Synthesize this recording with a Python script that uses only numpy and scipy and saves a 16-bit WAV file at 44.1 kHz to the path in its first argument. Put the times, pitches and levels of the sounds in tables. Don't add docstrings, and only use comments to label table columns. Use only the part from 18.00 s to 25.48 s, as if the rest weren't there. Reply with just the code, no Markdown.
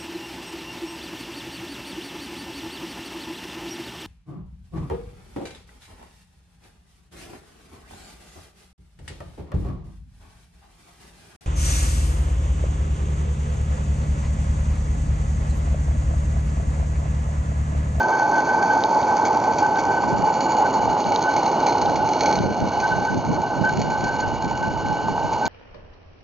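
import sys
import numpy as np
from scipy import signal
from scipy.fft import rfft, irfft
from scipy.io import wavfile

SR = 44100
rng = np.random.default_rng(int(sys.argv[2]) if len(sys.argv) > 2 else 0)


def dump(signal):
    limited = np.clip(np.atleast_2d(signal).T, -1, 1)
    pcm = np.round(limited * 32767).astype(np.int16)
    wavfile.write(sys.argv[1], SR, pcm)


N = 329868
TIME = np.arange(N) / SR


def amp(db):
    return 10 ** (np.asarray(db) / 20)


def unit(x):
    return x / np.sqrt(np.mean(x ** 2) + 1e-20)


def curves(rows):
    seconds, *columns = np.transpose(rows)
    return [np.interp(TIME, seconds, column) for column in columns]


def along_hz(points):
    hz, value = np.transpose(points)
    return np.interp(np.log(np.fft.rfftfreq(N, 1 / SR) + 1), np.log(hz + 1), value)


def noise(points):
    return unit(irfft(rfft(rng.standard_normal(N)) * amp(along_hz(points)), N))


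def wander(rate_hz):
    rolloff = (1 + (np.fft.rfftfreq(N, 1 / SR) / rate_hz) ** 2) ** 2
    return unit(irfft(rfft(rng.standard_normal(N)) / rolloff, N))


def resonate(x, hz, width_hz):
    turn = np.exp(2j * np.pi * np.cumsum(hz * np.ones(N)) / SR)
    pole = np.exp(-np.pi * width_hz / SR)
    return 2 * (turn * signal.lfilter([1 - pole], [1, -pole], x / turn + 1e-18)).real


def ring(x, hz, width_hz, skirt_hz):
    return resonate(resonate(x, hz, width_hz), hz, skirt_hz)


def clicks(rows):
    seconds, db = np.transpose(rows)
    return np.bincount(np.clip(np.round(seconds * SR).astype(int), 0, N - 1), amp(db), N)


def bursts(rows, decay_s):
    out, t = np.zeros(N), np.arange(SR // 20) / SR
    for start, db in rows:
        puff = rng.standard_normal(len(t)) * np.exp(-t / decay_s)
        part = out[max(round(start * SR), 0):][:len(t)]
        part += (amp(db) * puff / np.linalg.norm(puff))[:len(part)]
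    return out


def arches(rows):
    gains = (amp(db) * np.cos(np.pi * np.clip((TIME - middle) / length, -.5, .5))
             for middle, length, db in rows)
    return np.sqrt(sum(gain ** 2 for gain in gains))


# time in seconds, roar in dB, hoot in dB.
FLAME = [(0, -28.5, -20), (1.2, -27, -18.5), (2.25, -28.5, -21), (2.62, -25.5, -18), (3.05, -28, -22),
         (3.7, -25.5, -18.5), (4.1, -27, -23), (4.28, -24, -20), (4.45, -29, -26.5), (4.62, -28.5, -28.5),
         (4.75, -29.5, -20), (5.2, -32, -27), (5.52, -30, -24), (5.8, -31, -26.5), (6.45, -32.5, -24.5),
         (6.9, -32.5, -26), (7.38, -31, -23.5), (7.48, -30.5, -25)]
# frequency in Hz, level in dB.
ROAR_COLOUR = [(20, -39), (50, -17.5), (120, -5.5), (200, -3.5), (290, 0), (480, -0.5), (720, 1.5),
               (1000, -8), (1150, -33.5), (1300, -12), (1480, -5.5), (1750, -32.5), (2500, -51.5),
               (8000, -58.5)]
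# time in seconds, hoot in Hz, singing note in Hz.
FLUE_NOTES = [(0, 863, 1527), (1.5, 861, 1523), (3, 854, 1508), (4.6, 855, 1519), (5.7, 861, 1521),
              (7.48, 861, 1525)]
# start in seconds, level in dB.
HOOT_ACCENTS = [(0.187, -17), (0.591, -20.5), (0.701, -19), (1.35, -17.5), (2.037, -12), (2.637, -21.5),
                (2.967, -15), (2.998, -15), (3.059, -18), (3.463, -16), (7.084, -14), (7.179, -16)]


def burner(roar_db=2, hoot_db=-1, accent_db=42, flicker_db=0.9):
    roar_level, hoot_level = curves(FLAME)
    hoot_hz, _ = curves(FLUE_NOTES)
    flicker = amp(flicker_db * wander(rate_hz=14))
    hoot = unit(ring(flicker * rng.standard_normal(N), hoot_hz, width_hz=60, skirt_hz=480))
    accents = amp(accent_db) * ring(clicks(HOOT_ACCENTS), hoot_hz, width_hz=90, skirt_hz=600)
    return noise(ROAR_COLOUR) * amp(roar_level + roar_db) + hoot * amp(hoot_level + hoot_db) + accents


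# time in seconds, level in dB.
HUM = [(0, -27.5), (.7, -30), (1, -35), (1.45, -32), (2.4, -37), (2.88, -42), (3.4, -40.5), (3.95, -41),
       (4.3, -33.5), (4.55, -41.5), (5.05, -32), (5.27, -40), (5.55, -36), (5.8, -42), (6.05, -28.5),
       (6.35, -41.5), (6.6, -30.5), (7.48, -37)]
# loudest moment in seconds, length in seconds, level in dB.
SWELLS = [(.03, 0.15, -22), (.14, 0.064, -20), (.225, 0.11, -24.5), (.36, .12, -21), (.51, .1, -20.5),
          (.62, 0.09, -22.5), (.72, 0.12, -24.5), (1.11, .07, -26.5), (1.65, 0.14, -30), (1.77, .08, -28.5),
          (1.95, 0.19, -30), (2.65, .06, -28), (3.29, 0.14, -27.5), (4.73, .06, -26.5),
          (4.845, 0.061, -19.5), (4.93, .12, -27), (5.09, .08, -28.5), (5.67, .08, -17), (5.94, 0.1, -28.5),
          (6.09, .08, -26.5), (6.22, 0.067, -24), (7.44, .08, -29)]


def singing_flue(hum_waver_db=2.5, pitch_waver=0.00501, flutter_db=3, fuzz_db=-10, octave_db=-15):
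    hum_level, = curves(HUM)
    hum = amp(hum_level) * unit(amp(hum_waver_db * wander(rate_hz=20)))
    level = 20 * np.log10(np.hypot(hum, arches(SWELLS)))
    _, hz = curves(FLUE_NOTES)
    hz = hz * (1 + 0.000311 * (level - level.mean()))
    cycles = np.cumsum(hz * (1 + pitch_waver * wander(rate_hz=45.6))) / SR
    tone = unit(np.sin(2 * np.pi * cycles) * amp(flutter_db * wander(rate_hz=54)))
    fuzz = unit(resonate(rng.standard_normal(N), hz, width_hz=150))
    note = resonate(amp(level) * (tone + amp(fuzz_db) * fuzz), hz, width_hz=150)
    octave = (signal.hilbert(note) ** 2).real
    return note + amp(octave_db) * octave


def flue_hollows(x, lower_depth=0.65, upper_depth=0.99):
    x = x - lower_depth * resonate(x, hz=1390, width_hz=80)
    return x - upper_depth * resonate(x, hz=1700, width_hz=150)


# time in seconds, hiss in dB, whistle in dB.
JET_LEVELS = [(0, -60, -59.5), (1, -58, -60), (1.8, -61, -52.5), (2.4, -60.5, -47.5), (3, -54, -45),
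              (3.7, -51, -45), (4.3, -55, -45.5), (4.5, -60, -48), (4.85, -50.5, -45), (5.3, -59, -50),
              (5.7, -55, -46.5), (6.6, -57.5, -46), (7.48, -53.5, -46)]
# frequency in Hz, level in dB.
JET_COLOUR = [(800, -16), (1800, -13), (2500, -11), (3500, -0.5), (4400, 8.5), (5200, -0.5), (6500, -3),
              (8000, -6)]


def gas_jet(hiss_db=8, whistle_db=-2):
    hiss_level, whistle_level = curves(JET_LEVELS)
    whistle = unit(ring(rng.standard_normal(N), hz=2890, width_hz=110, skirt_hz=400))
    return noise(JET_COLOUR) * amp(hiss_level + hiss_db) + whistle * amp(whistle_level + whistle_db)


# time in seconds, chuffs per second.
SPEED = [(0, 11.337), (1, 11.091), (1.5, 12.002), (3.1, 12.528), (3.6, 13.564), (4.3, 13.134),
         (4.9, 13.288), (6, 13.946), (7.48, 12.917)]
# time in seconds, steam level in dB.
PRESSURE = [(0, -45.5), (1, -43.5), (1.6, -45.5), (2.2, -44), (2.5, -41), (2.9, -44.5), (3.35, -43),
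            (4.05, -46), (4.25, -39), (4.5, -47), (4.8, -45), (5.4, -49.5), (6, -45.5), (6.65, -48),
            (7.48, -47.5)]


def steam_flow(leak, sharp_rise_s=0.0011, gentle_rise_s=0.012, hold_s=0.024, fall_s=0.064, shut_s=0.014):
    rate, = curves(SPEED)
    level, = curves(PRESSURE)
    crank = (0.047 + np.cumsum(rate) / SR) % 2
    changeover = 0.964
    gentle = crank >= changeover
    age_s = (crank - gentle * changeover) / rate
    remaining_s = (np.where(gentle, 2, changeover) - crank) / rate
    opening = 1 - np.exp(-age_s / np.where(gentle, gentle_rise_s, sharp_rise_s))
    pressure = np.exp(-np.maximum(age_s - hold_s, 0) / fall_s)
    shutting = np.clip(remaining_s / shut_s, 0, 1) ** 2
    level = level - 0.05 * gentle + 0.7 * wander(rate_hz=12)
    return amp(level) * (leak + (1 - leak) * opening * pressure * shutting)


# frequency in Hz, width in Hz, level in dB.
CHIMNEY_RINGS = [(1930, 120, -12), (2257, 114, 1.5), (4295, 175, -0.5), (4550, 220, -11), (6374, 220, -8),
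                 (6690, 250, -4.5)]
# time in seconds, pitch factors for rings 3 and 6.
RING_DRIFT = [(0, 1.04, 1.03), (1.2, 1.04, 1.045), (2.1, 1.038, 1.035), (2.6, 1.02, 1.003),
              (3.2, 1.003, .968), (4.4, 1.003, .952), (5.1, 1.005, .962), (5.8, 1.005, 1.0),
              (7.48, 1.008, .992)]
# time in seconds, dB added to rings 3, 5 and 6.
RING_LIFT = [(0, -3, 6, -7.5), (1.8, -5.5, 1, -4.5), (2.5, 1.5, -1, 2), (4.3, 1, -7, -5),
             (5.2, 0, -3.5, -1), (7.48, 0, -6, 0)]
# frequency in Hz, level in dB.
STEAM_COLOUR = [(1000, -25), (2000, -16.5), (3300, 8), (4300, -2), (5200, 7.5), (6000, 10.5), (7000, -1),
                (8000, 3.5)]


def chimney(x, direct_db=-18.5):
    shift_3, shift_6 = curves(RING_DRIFT)
    lift_3, lift_5, lift_6 = curves(RING_LIFT)
    shifts = [1, 1, shift_3, 1, 1, shift_6]
    lifts = [0, 0, lift_3, 0, lift_5, lift_6]
    out = amp(direct_db) * irfft(rfft(x) * amp(along_hz(STEAM_COLOUR)), N)
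    for (hz, width_hz, db), shift, lift in zip(CHIMNEY_RINGS, shifts, lifts):
        out += amp(db + lift) * ring(x, hz * shift, width_hz, skirt_hz=1300)
    return out


# time in seconds, crackle in dB, share of flow leaking between chuffs (0-1).
WETNESS = [(0, 0.5, 0.6), (1, -1, 0.56), (1.8, 0.5, 0.77), (2.1, -3, 0.32), (2.8, -5.5, 0.14),
           (3.3, 1.5, 0.23), (4.3, 0.5, 0.44), (4.55, -0.5, 0.33), (5.4, 3, 0.3), (6, 2.5, 0.4),
           (6.4, 2, 0.1), (7.48, 2, 0.2)]
# start in seconds, level in dB.
SPITS = [(1.2529, -14.5), (1.5851, -13), (1.7905, -20), (2.407, -15.5), (2.5206, -17.5), (3.0048, -16.5),
         (3.1208, -16), (3.4325, -18.5), (3.6676, -11), (3.7249, -16.5), (3.8158, -15.5), (3.9583, -13),
         (4.0892, -15.5), (4.2083, -8), (4.2434, -26.5), (4.2592, -7.5), (4.327, -11), (4.3552, -12.5),
         (4.803, -16.5), (5.7368, -23.5), (5.8165, -13.5), (6.0407, -17.5), (7.4552, -13.5)]
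# start in seconds, length in seconds, level in dB.
SPLUTTERS = [(1.253, 0.027, -32.5), (1.569, 0.05, -36), (1.783, .022, -32.5), (3.664, 0.051, -32.5),
             (4.181, 0.028, -40), (4.28, 0.03, -37), (4.33, 0.013, -37), (4.796, 0.011, -36),
             (6.198, 0.015, -32.5)]


def exhaust(steam_db=17.5, drops_per_s=170, drops_db=14.5, snap_db=19.5, spray_db=20, splutter_db=13):
    crackle_level, leak = curves(WETNESS)
    size_db = 6 * np.minimum(rng.exponential(1, N), 2.8)
    sizes = amp(size_db) * rng.choice([-1, 1], N)
    drops = unit(sizes * (rng.random(N) < drops_per_s / SR))
    flow = steam_flow(leak)
    chuffs = flow * (amp(steam_db) * rng.standard_normal(N) + amp(crackle_level + drops_db) * drops)
    water = sum(amp(db) * np.sqrt(np.sin(np.pi * np.clip((TIME - start) / length, 0, 1)).clip(0))
                for start, length, db in SPLUTTERS)
    rough_hiss = unit(rng.standard_normal(N) * amp(1.4 * wander(rate_hz=350)))
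    splutters = amp(splutter_db) * water * rough_hiss
    spits = amp(snap_db) * clicks(SPITS) + amp(spray_db) * bursts(SPITS, decay_s=0.0091)
    return chimney(chuffs + splutters + spits)


# start in seconds, level in dB.
TICKS = [(.8383, -12), (1.0298, -24), (1.7589, -23), (3.0421, -22), (3.1608, -11.5), (3.6297, -25.5),
         (3.8597, -18.5), (4.3891, -19.5), (7.4653, -18.5)]


def rod_ticks(tick_db=19, rebound_s=0.0013, rebound_db=-10):
    knocks = clicks(TICKS)
    rebounds = amp(rebound_db) * np.roll(knocks, round(rebound_s * SR))
    return amp(tick_db) * ring(knocks + rebounds, hz=3900, width_hz=1300, skirt_hz=3000)


# time in seconds, level in dB.
BREEZE = [(0, -59), (1.1, -63), (1.4, -49), (1.85, -44), (2.55, -52), (3.3, -53), (4.7, -41.5),
          (5.5, -42.5), (6.1, -34.5), (7.48, -38.5)]
# frequency in Hz, level in dB.
BREEZE_COLOUR = [(15, -26), (30, -10), (55, -4), (100, -0.5), (170, -1.5), (280, -11), (450, -19),
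                 (1400, -52), (4000, -72)]
# loudest moment in seconds, length in seconds, level in dB.
GUSTS = [(2.15, 0.32, -30), (2.86, 0.24, -33), (3.09, 0.1, -31.5), (3.38, 0.059, -37), (3.95, 0.38, -34.5),
         (4.44, 0.24, -25.5), (4.64, 0.13, -24), (4.97, 0.21, -30.5), (5.16, 0.14, -24), (5.32, 0.23, -25),
         (5.61, 0.14, -28.5), (5.82, 0.33, -27), (6.06, .12, -31), (6.28, 0.17, -30.5), (6.49, 0.15, -32),
         (6.68, 0.16, -28.5), (6.89, 0.14, -29.5), (7.06, 0.22, -33.5), (7.26, 0.072, -31.5),
         (7.46, 0.079, -32.5)]
# frequency in Hz, level in dB.
GUST_COLOUR = [(15, -36), (30, -20.5), (55, -11), (100, -2), (170, 1), (280, -3), (450, -11), (700, -16),
               (1400, -51.5), (4000, -71)]


def wind(breeze_db=4, gust_db=4.5, lumps_db=2.8, left_db=-2.1, right_db=0.25):
    breeze_level, = curves(BREEZE)
    gusts, sides = arches(GUSTS), []
    for side_db in (left_db, right_db):
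        lumps = unit(amp(lumps_db * wander(rate_hz=36)))
        rumble = amp(breeze_level + breeze_db) * noise(BREEZE_COLOUR)
        buffet = amp(gust_db) * gusts * noise(GUST_COLOUR)
        sides.append(amp(side_db) * lumps * (rumble + buffet))
    return np.array(sides)


# frequency in Hz, left minus right in dB.
STEREO_BALANCE = [(100, -2.5), (500, -1.7), (900, -1.6), (1500, 0), (2000, 0.5), (2500, -3), (2900, -5.5),
                  (3400, -2.5), (5500, -1), (7500, -1.5)]
# frequency in Hz, the left side's lead in radians.
STEREO_PHASE = [(20, 0), (300, -0.12), (850, -0.49), (1300, -0.83), (1600, -0.75), (2200, -0.77),
                (3200, -0.72), (5000, -0.69), (6500, -0.51), (7500, 0.46)]


def scene():
    flame = flue_hollows(burner() + singing_flue())
    engine = rfft(flame + gas_jet() + exhaust() + rod_ticks())
    half_difference = amp(along_hz(STEREO_BALANCE) / 2) * np.exp(.5j * along_hz(STEREO_PHASE))
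    left = irfft(engine * half_difference, N)
    right = irfft(engine / half_difference, N)
    return np.array([left, right]) + wind()


def record(dry, soft_cut_hz=7300, steep_cut_hz=7650):
    soft = signal.firwin(101, soft_cut_hz, fs=SR)
    steep = signal.firwin(301, steep_cut_hz, window=("kaiser", 9), fs=SR)
    return signal.oaconvolve(dry, np.convolve(soft, steep)[None], "same", axes=1)


dry = scene()
out = record(dry)
dump(out)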